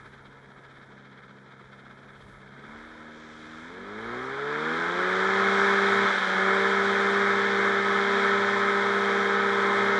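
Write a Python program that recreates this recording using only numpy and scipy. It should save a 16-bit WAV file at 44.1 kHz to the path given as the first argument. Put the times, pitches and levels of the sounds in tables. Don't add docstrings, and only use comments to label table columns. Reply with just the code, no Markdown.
import sys
import numpy as np
from scipy import signal
from scipy.fft import rfft, irfft, next_fast_len
from scipy.io import wavfile
from scipy.ndimage import uniform_filter1d

SR = 44100
rng = np.random.default_rng(int(sys.argv[2]) if len(sys.argv) > 2 else 0)


def ratio_of_db(decibels):
    return 10 ** (np.asarray(decibels, float) / 20)


def wrap_up_sound(samples):
    columns = np.atleast_2d(samples).T
    tamed = np.clip(columns, -1, 1)
    steps = np.round(tamed * 32767).astype(np.int16)
    wavfile.write(sys.argv[1], SR, steps)


N = 440559
TIME = np.arange(N) / SR
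STEP = 32
BLADES_PER_TURN = 3 / 2.58
FULL_CRANK_HZ = 99.6
LOPE_END_S = 2.72


def shape(table, hz):
    at_hz, db = np.transpose(table)
    wide_hz = np.r_[at_hz[0] / 2, at_hz, at_hz[-1] * 1.1]
    return np.interp(np.log(hz), np.log(wide_hz), np.r_[db[0] - 40, db, db[-1] - 40])


def rings_db(rings, hz):
    return sum(top_db / (1 + (2 * (hz - f) / width_hz) ** 2) for f, width_hz, top_db in rings)


def coloured(x, table, rings=()):
    size = next_fast_len(N)
    hz = np.maximum(np.arange(size // 2 + 1) * SR / size, 1)
    db = shape(table, hz) + rings_db(rings, hz)
    y = irfft(rfft(x, size) * ratio_of_db(db), size)[:N]
    return y / np.std(y)


def walk(rate_hz, step=1):
    k = int(SR / step / rate_hz)
    held = np.repeat(rng.standard_normal(int(N / SR * rate_hz) + 3), k + 1)
    slewed = uniform_filter1d(uniform_filter1d(held, k), k)
    return 1.3 * slewed[:-(-N // step)]


def tone(turns, db, waver_db, rate_hz):
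    gain = np.repeat(ratio_of_db(db[::STEP] + waver_db * walk(rate_hz, STEP)), STEP)[:N]
    return np.sqrt(2) * gain * np.sin(2 * np.pi * (turns + rng.random()))


def puffs(turns, depth, sharp):
    return np.exp(-sharp * (turns % 1)) * depth + 1 - depth / (1 + sharp)


def gesture(start_s, rise_s, hold_s, fall_s):
    return np.interp(TIME, np.cumsum([start_s, rise_s, hold_s, fall_s]), [0, 1, 1, 0])


# time in seconds, rate in Hz.
SPEED = [(0.0, 67.2), (0.5, 67.9), (1.0, 66.65), (1.65, 66.33), (2.2, 67.64), (2.53, 66.6), (2.82, 78.26),
         (3.45, 77.3), (3.61, 79.4), (4.3, 133.9), (4.8, 166.3), (5.05, 184.3), (5.35, 195.1), (5.7, 197.9),
         (7.2, 199.2), (7.8, 198.7), (8.8, 200), (9.99, 199)]


def crank_speed(lift):
    sag_hz, lag_s = 14, .2
    follow = 1 / (lag_s * SR)
    sag = sag_hz * signal.lfilter([follow], [1, follow - 1], lift)
    firing_hz = np.interp(TIME, *np.transpose(SPEED)) - sag
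    return uniform_filter1d(firing_hz, SR // 10) / 2


# time in seconds, level in dB.
ROAR = [(0, -53.5), (.4, -54), (2.3, -53.5), (2.5, -52), (2.72, -46), (2.9, -48.5), (3.4, -47.5),
        (3.8, -43.5), (4.15, -37), (4.3, -36.5), (4.75, -30.5), (5.6, -25.5), (6.5, -26.5), (7.9, -28),
        (8.2, -27), (8.5, -28), (9.3, -28.5), (9.99, -28)]


def engine_level():
    return np.interp(TIME, *np.transpose(ROAR))


# time in seconds, running count, strength 0-1.
LOPE = [(.009, 0, .4), (.062, 1, 1), (.138, 2, .8), (.19, 3, .45), (.263, 4, 1), (.329, 5, .6),
        (.376, 6, .35), (.58, 9, .6), (.651, 10, .75), (.828, 13, .75), (.92, 14, .5), (1.127, 17, .6),
        (1.3, 20, .75), (1.378, 21, .35), (1.473, 22, .5), (1.522, 23, .7), (1.611, 24, .7),
        (1.655, 25, .3), (1.733, 26, .75), (1.863, 28, .7), (1.914, 29, .75), (1.989, 30, .7),
        (2.092, 32, .7), (2.216, 34, .8), (2.297, 35, .5), (2.346, 36, .35), (2.42, 37, .5),
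        (2.649, 41, .4)]


def lope(width_s, rest):
    s, count, strength = np.transpose(LOPE)
    every = np.arange(count[-1] + 1)
    swell = np.zeros(N)
    for at_s, size in zip(np.interp(every, count, s), np.interp(every, count, strength)):
        first = max(int((at_s - 4 * width_s) * SR), 0)
        near = slice(first, int((at_s + 4 * width_s) * SR))
        swell[near] += size * np.exp(-.5 * ((TIME[near] - at_s) / width_s) ** 2)
    even = np.clip((TIME - LOPE_END_S) * 20, 0, 1)
    mean = rest + swell[TIME < LOPE_END_S].mean()
    return (1 - even) * (rest + swell) / mean + even


# frequency in Hz, level in dB per Hz.
BUFFET = [(15, -14.5), (30, -17), (48, -2.5), (70, -12.5), (110, -2.5)]


def buffeting(revs):
    full_db, idle_rise_db = -74.5, 8
    db = full_db + idle_rise_db * 1.5 * (1 - revs)
    return coloured(rng.standard_normal(N), BUFFET) * ratio_of_db(db + 3.5 * walk(5))


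# frequency in Hz, level in dB per Hz.
AIR = [(2940, -29), (5000, -1.5), (5730, 0), (6390, -4.5), (7470, -6.5), (9100, -18), (10000, -15),
       (10700, -35), (13900, -56), (22000, -120)]


def thin_air(chop, firing, revs, climb, look, loping):
    db = -25 - 2.5 * climb + 5.5 * look
    noise = rng.standard_normal(N) * chop * firing ** (1.1 * (1 - revs).clip(0))
    return coloured(noise, AIR) * ratio_of_db(db + 1.0 + .4 * walk(11)) * loping ** -.3


# frequency in Hz, level in dB per Hz.
CASE_HIGH = [(1410, -17.5), (2400, 2.5), (2660, -7), (2790, -11), (3130, -0.5), (3320, 3.5), (3710, 0.5),
             (4310, -7), (5200, -15.5), (6760, -42.5), (11400, -120)]
# frequency in Hz, width in Hz, gain in dB.
WALLS = [(1010, 73, 5.5), (1300, 85, 5.5), (1504, 130, 2), (1680, 74, 3), (2050, 51, 0.5), (3166, 220, 3),
         (3710, 240, 2.5)]


def blade_hiss(chop, firing, revs, climb, look, loping):
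    db = -14.5 - 2.2 * climb + 2 * look
    noise = rng.standard_normal(N) * chop * firing ** (0.79 * (1 - revs).clip(0))
    return coloured(noise, CASE_HIGH, WALLS) * ratio_of_db(db + 3.0 + .5 * walk(11)) * loping ** .6


# frequency in Hz, level in dB per Hz.
CASE_LOW = [(40, -59), (90, -37), (150, -25), (260, -20.5), (400, -11), (520, -16), (700, -14.5),
            (950, -7.5), (1150, -2.5), (1350, 1), (1750, 1), (1950, -6), (2150, -0.5), (2400, -15)]


def low_roar(chop, firing, lift):
    noise = rng.standard_normal(N) * firing * chop ** 0.82
    return coloured(noise, CASE_LOW, WALLS) * ratio_of_db(-1.5 * lift + 0.78 * walk(15))


def sweep_db(multiple, crank_hz, share):
    step = 64
    db = shape(CASE_LOW, multiple * crank_hz[::step]) - shape(CASE_LOW, multiple * FULL_CRANK_HZ)
    return share * np.repeat(db, step)[:N]


# frequency in Hz, level in dB per Hz.
RAGGED = [(80, -13.5), (100, -22), (120, -16.5), (165, -8.5), (205, 5), (270, -6), (400, 8), (470, 4.5),
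          (560, 3.5), (750, 0.5), (1000, 3)]


def ragged_firings(turns, revs, climb, look, rolled_s, loping):
    db = -4.5 - 1.5 * climb - 3 * look + 1.72 * rolled_s
    noise = rng.standard_normal(N) * puffs(2 * turns, depth=1.0, sharp=12.0)
    return coloured(noise, RAGGED) * ratio_of_db(db - 12 * revs + 4 + .8 * walk(5)) * loping ** -.6


# multiple of the blade rate, level in dB.
BLADES = [(1, -15.5), (2, -8.5), (3, -10.5), (4, 1), (5, -6.5), (6, -16), (7, -7.5), (8, -8.5), (9, -4),
          (10, -3), (11, 2.5), (12, -18.5), (13, -12), (14, -4.5), (15, -4), (16, -6.5), (17, -8.5),
          (18, -3.5)]


def propeller(turns, crank_hz, lift, rolled_s):
    idle_db, full_db, db_per_octave = -68, -41, 50.5
    driven_db = full_db + db_per_octave * np.log2(crank_hz / FULL_CRANK_HZ) - 18 * lift + 1.31 * rolled_s
    db = 20 * np.log10(ratio_of_db(idle_db) + ratio_of_db(driven_db))
    tones = np.zeros(N)
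    for k, k_db in BLADES:
        multiple = k * BLADES_PER_TURN
        level_db = db + k_db + sweep_db(multiple, crank_hz, 0.56)
        tones += tone(multiple * turns, level_db, waver_db=2.5, rate_hz=8)
    return tones


# multiple of the crank rate, level over the roar in dB.
CRANK = [(9, -18), (11, -23), (13, -12.5), (15, -11.5), (16, -15), (17, -23), (18, -12), (19, -20.5),
         (20, -26.5), (21, -20.5), (22, -17.5)]


def upper_tones(loose, crank_hz, roar_db, lift, climb):
    upper_db = roar_db + 2 * lift + 0.5 * climb
    return sum(tone(k * loose, upper_db + db + sweep_db(k, crank_hz, 1.0), waver_db=0.5, rate_hz=7)
               for k, db in CRANK)


# frequency in Hz, gain in dB.
PIPE = [(35, -26), (60, -15), (85, -35), (100, -22.5), (205, -21), (240, 6), (265, -14), (300, -16),
        (340, -14.5), (400, -4.5), (470, -2.5), (500, -15), (560, -13.5), (700, -9.5)]


def odd_tones(loose, crank_hz, roar_db, lift, climb):
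    odd_db = roar_db - 12.5 - 3 * lift + 3 * climb
    return sum(tone(k * loose, odd_db + shape(PIPE, k * crank_hz), waver_db=2.0, rate_hz=8.8)
               for k in (1, 3, 5, 7))


# frequency in Hz, gain in dB.
MANIFOLD = [(60, -26), (118, -11), (170, -11.5), (215, -2), (330, -6), (425, 1), (580, -10), (1450, -12.5)]
# frequency in Hz, width in Hz, gain in dB.
DEAD_SPOTS = [(283, 30, -11), (342, 17, -5.5), (459, 43, 2.5), (510, 24, -14.5), (647, 117, -9.5),
              (1190, 90, -14.5)]


def manifold_db(hz):
    hz = hz[::STEP]
    return np.repeat(shape(MANIFOLD, hz) + rings_db(DEAD_SPOTS, hz), STEP)[:N]


# multiple of the firing rate, level over the roar in dB, extra at light load in dB,
# extra at idle in dB, change when the throttle lifts in dB.
FIRING = [(1, -3.5, 4, -10, -4), (2, -1.5, 0.5, 8, -15), (3, 0, -1.5, 3, 0), (4, -3, 3.5, -0.5, -0.5),
          (5, -4.5, -11, 13, -12), (6, -3, -13.5, 3.5, -8), (7, -6, 1.5, -4, -2)]


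def exhaust(turns, crank_hz, roar_db, lift, climb, loping):
    idling = np.clip((37 - crank_hz) / 3, 0, 1)
    light = np.clip((44 - crank_hz) / 4, 0, 1)
    unsteady = idling + lift * (1 - light)
    loose = turns + .02 * unsteady * walk(40)

    def broken():
        return ratio_of_db(-7 * unsteady * walk(35) ** 2)

    tones = np.zeros(N)
    for k, db, light_db, idle_db, lift_db in FIRING:
        level_db = roar_db + db + light_db * light + idle_db * idling + lift_db * lift
        level_db = level_db + manifold_db(2 * k * crank_hz)
        if k <= 2:
            tones += tone(2 * k * turns, level_db, waver_db=0.4, rate_hz=8)
        else:
            tones += tone(2 * k * loose, level_db, waver_db=1.33, rate_hz=8) * broken()
    odd = odd_tones(loose, crank_hz, roar_db, lift, climb) * broken()
    return tones + odd + upper_tones(loose, crank_hz, roar_db, lift, climb) * loping


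def scene():
    lift = gesture(start_s=6.05, rise_s=0.07043, hold_s=.09, fall_s=.22)
    ease = 0.48 * gesture(start_s=2.67, rise_s=.13, hold_s=0.089, fall_s=.12)
    look = gesture(start_s=3.08, rise_s=0.14, hold_s=0.39, fall_s=0.24)
    rolled_s = np.maximum(TIME - 8.45, 0)
    crank_hz = crank_speed(lift)
    climb_hz_per_s = np.gradient(2 * crank_hz) * SR
    climb = np.clip(uniform_filter1d(climb_hz_per_s / 70, SR // 4), 0, 1)
    turns = np.cumsum(crank_hz * (1 + .0010 * walk(12))) / SR
    revs = crank_hz / FULL_CRANK_HZ
    roar_db = engine_level()
    loping = lope(width_s=.011, rest=1.05)
    chop = puffs(BLADES_PER_TURN * turns, depth=0.74 * revs ** 1.1, sharp=1.9)
    firing = puffs(2 * turns, depth=0.76, sharp=3.6)
    noise = thin_air(chop, firing, revs, climb, look, loping)
    noise = noise + blade_hiss(chop, firing, revs, climb, look, loping)
    noise = noise + low_roar(chop, firing, lift)
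    noise = noise + ragged_firings(turns, revs, climb, look, rolled_s, loping)
    tones = propeller(turns, crank_hz, lift, rolled_s) * loping
    tones = tones + exhaust(turns, crank_hz, roar_db + 0.65 * rolled_s, lift + ease, climb, loping)
    return (buffeting(revs) + ratio_of_db(roar_db) * loping * noise + tones)[None]


def patchy(x, from_hz, full_hz, most, top_hz):
    hz, s, bins = signal.stft(x, SR, window="cosine", nperseg=2048)
    luck = rng.standard_normal((2, len(hz) // 2 + 1, len(s)))
    strips = uniform_filter1d(luck[0], size=3, axis=1) * np.sqrt(3)
    blocks = uniform_filter1d(uniform_filter1d(luck[1], size=2, axis=1), size=6, axis=0) * 2
    rank = np.argsort(np.argsort((strips + blocks).ravel())).reshape(strips.shape) / strips.size
    hz = hz[:, None]
    share = most * np.clip((hz - from_hz) / (full_hz - from_hz), 0, 1) ** 2
    fewer = .4 * np.exp(-((hz - 9800) / 300) ** 2)
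    more = .3 * np.exp(-((hz - 8850) / 130) ** 2)
    share = share * (1 - fewer + more)
    level = np.abs(bins[0]).sum(axis=0)
    loud = level > .2 * level.max()
    kept = (np.repeat(rank, 2, axis=0)[:len(hz)] > share) & ~(loud & (hz > top_hz))
    return signal.istft(bins * kept / np.sqrt(1 - share), SR, window="cosine", nperseg=2048)[1][..., :N]


def top_cut(x):
    return signal.sosfilt(signal.butter(12, 10860, fs=SR, output="sos"), x)


def record(dry):
    mix = patchy(dry, from_hz=7000, full_hz=8800, most=.64, top_hz=10590)
    return top_cut(mix)


dry = scene()
out = record(dry)
wrap_up_sound(out)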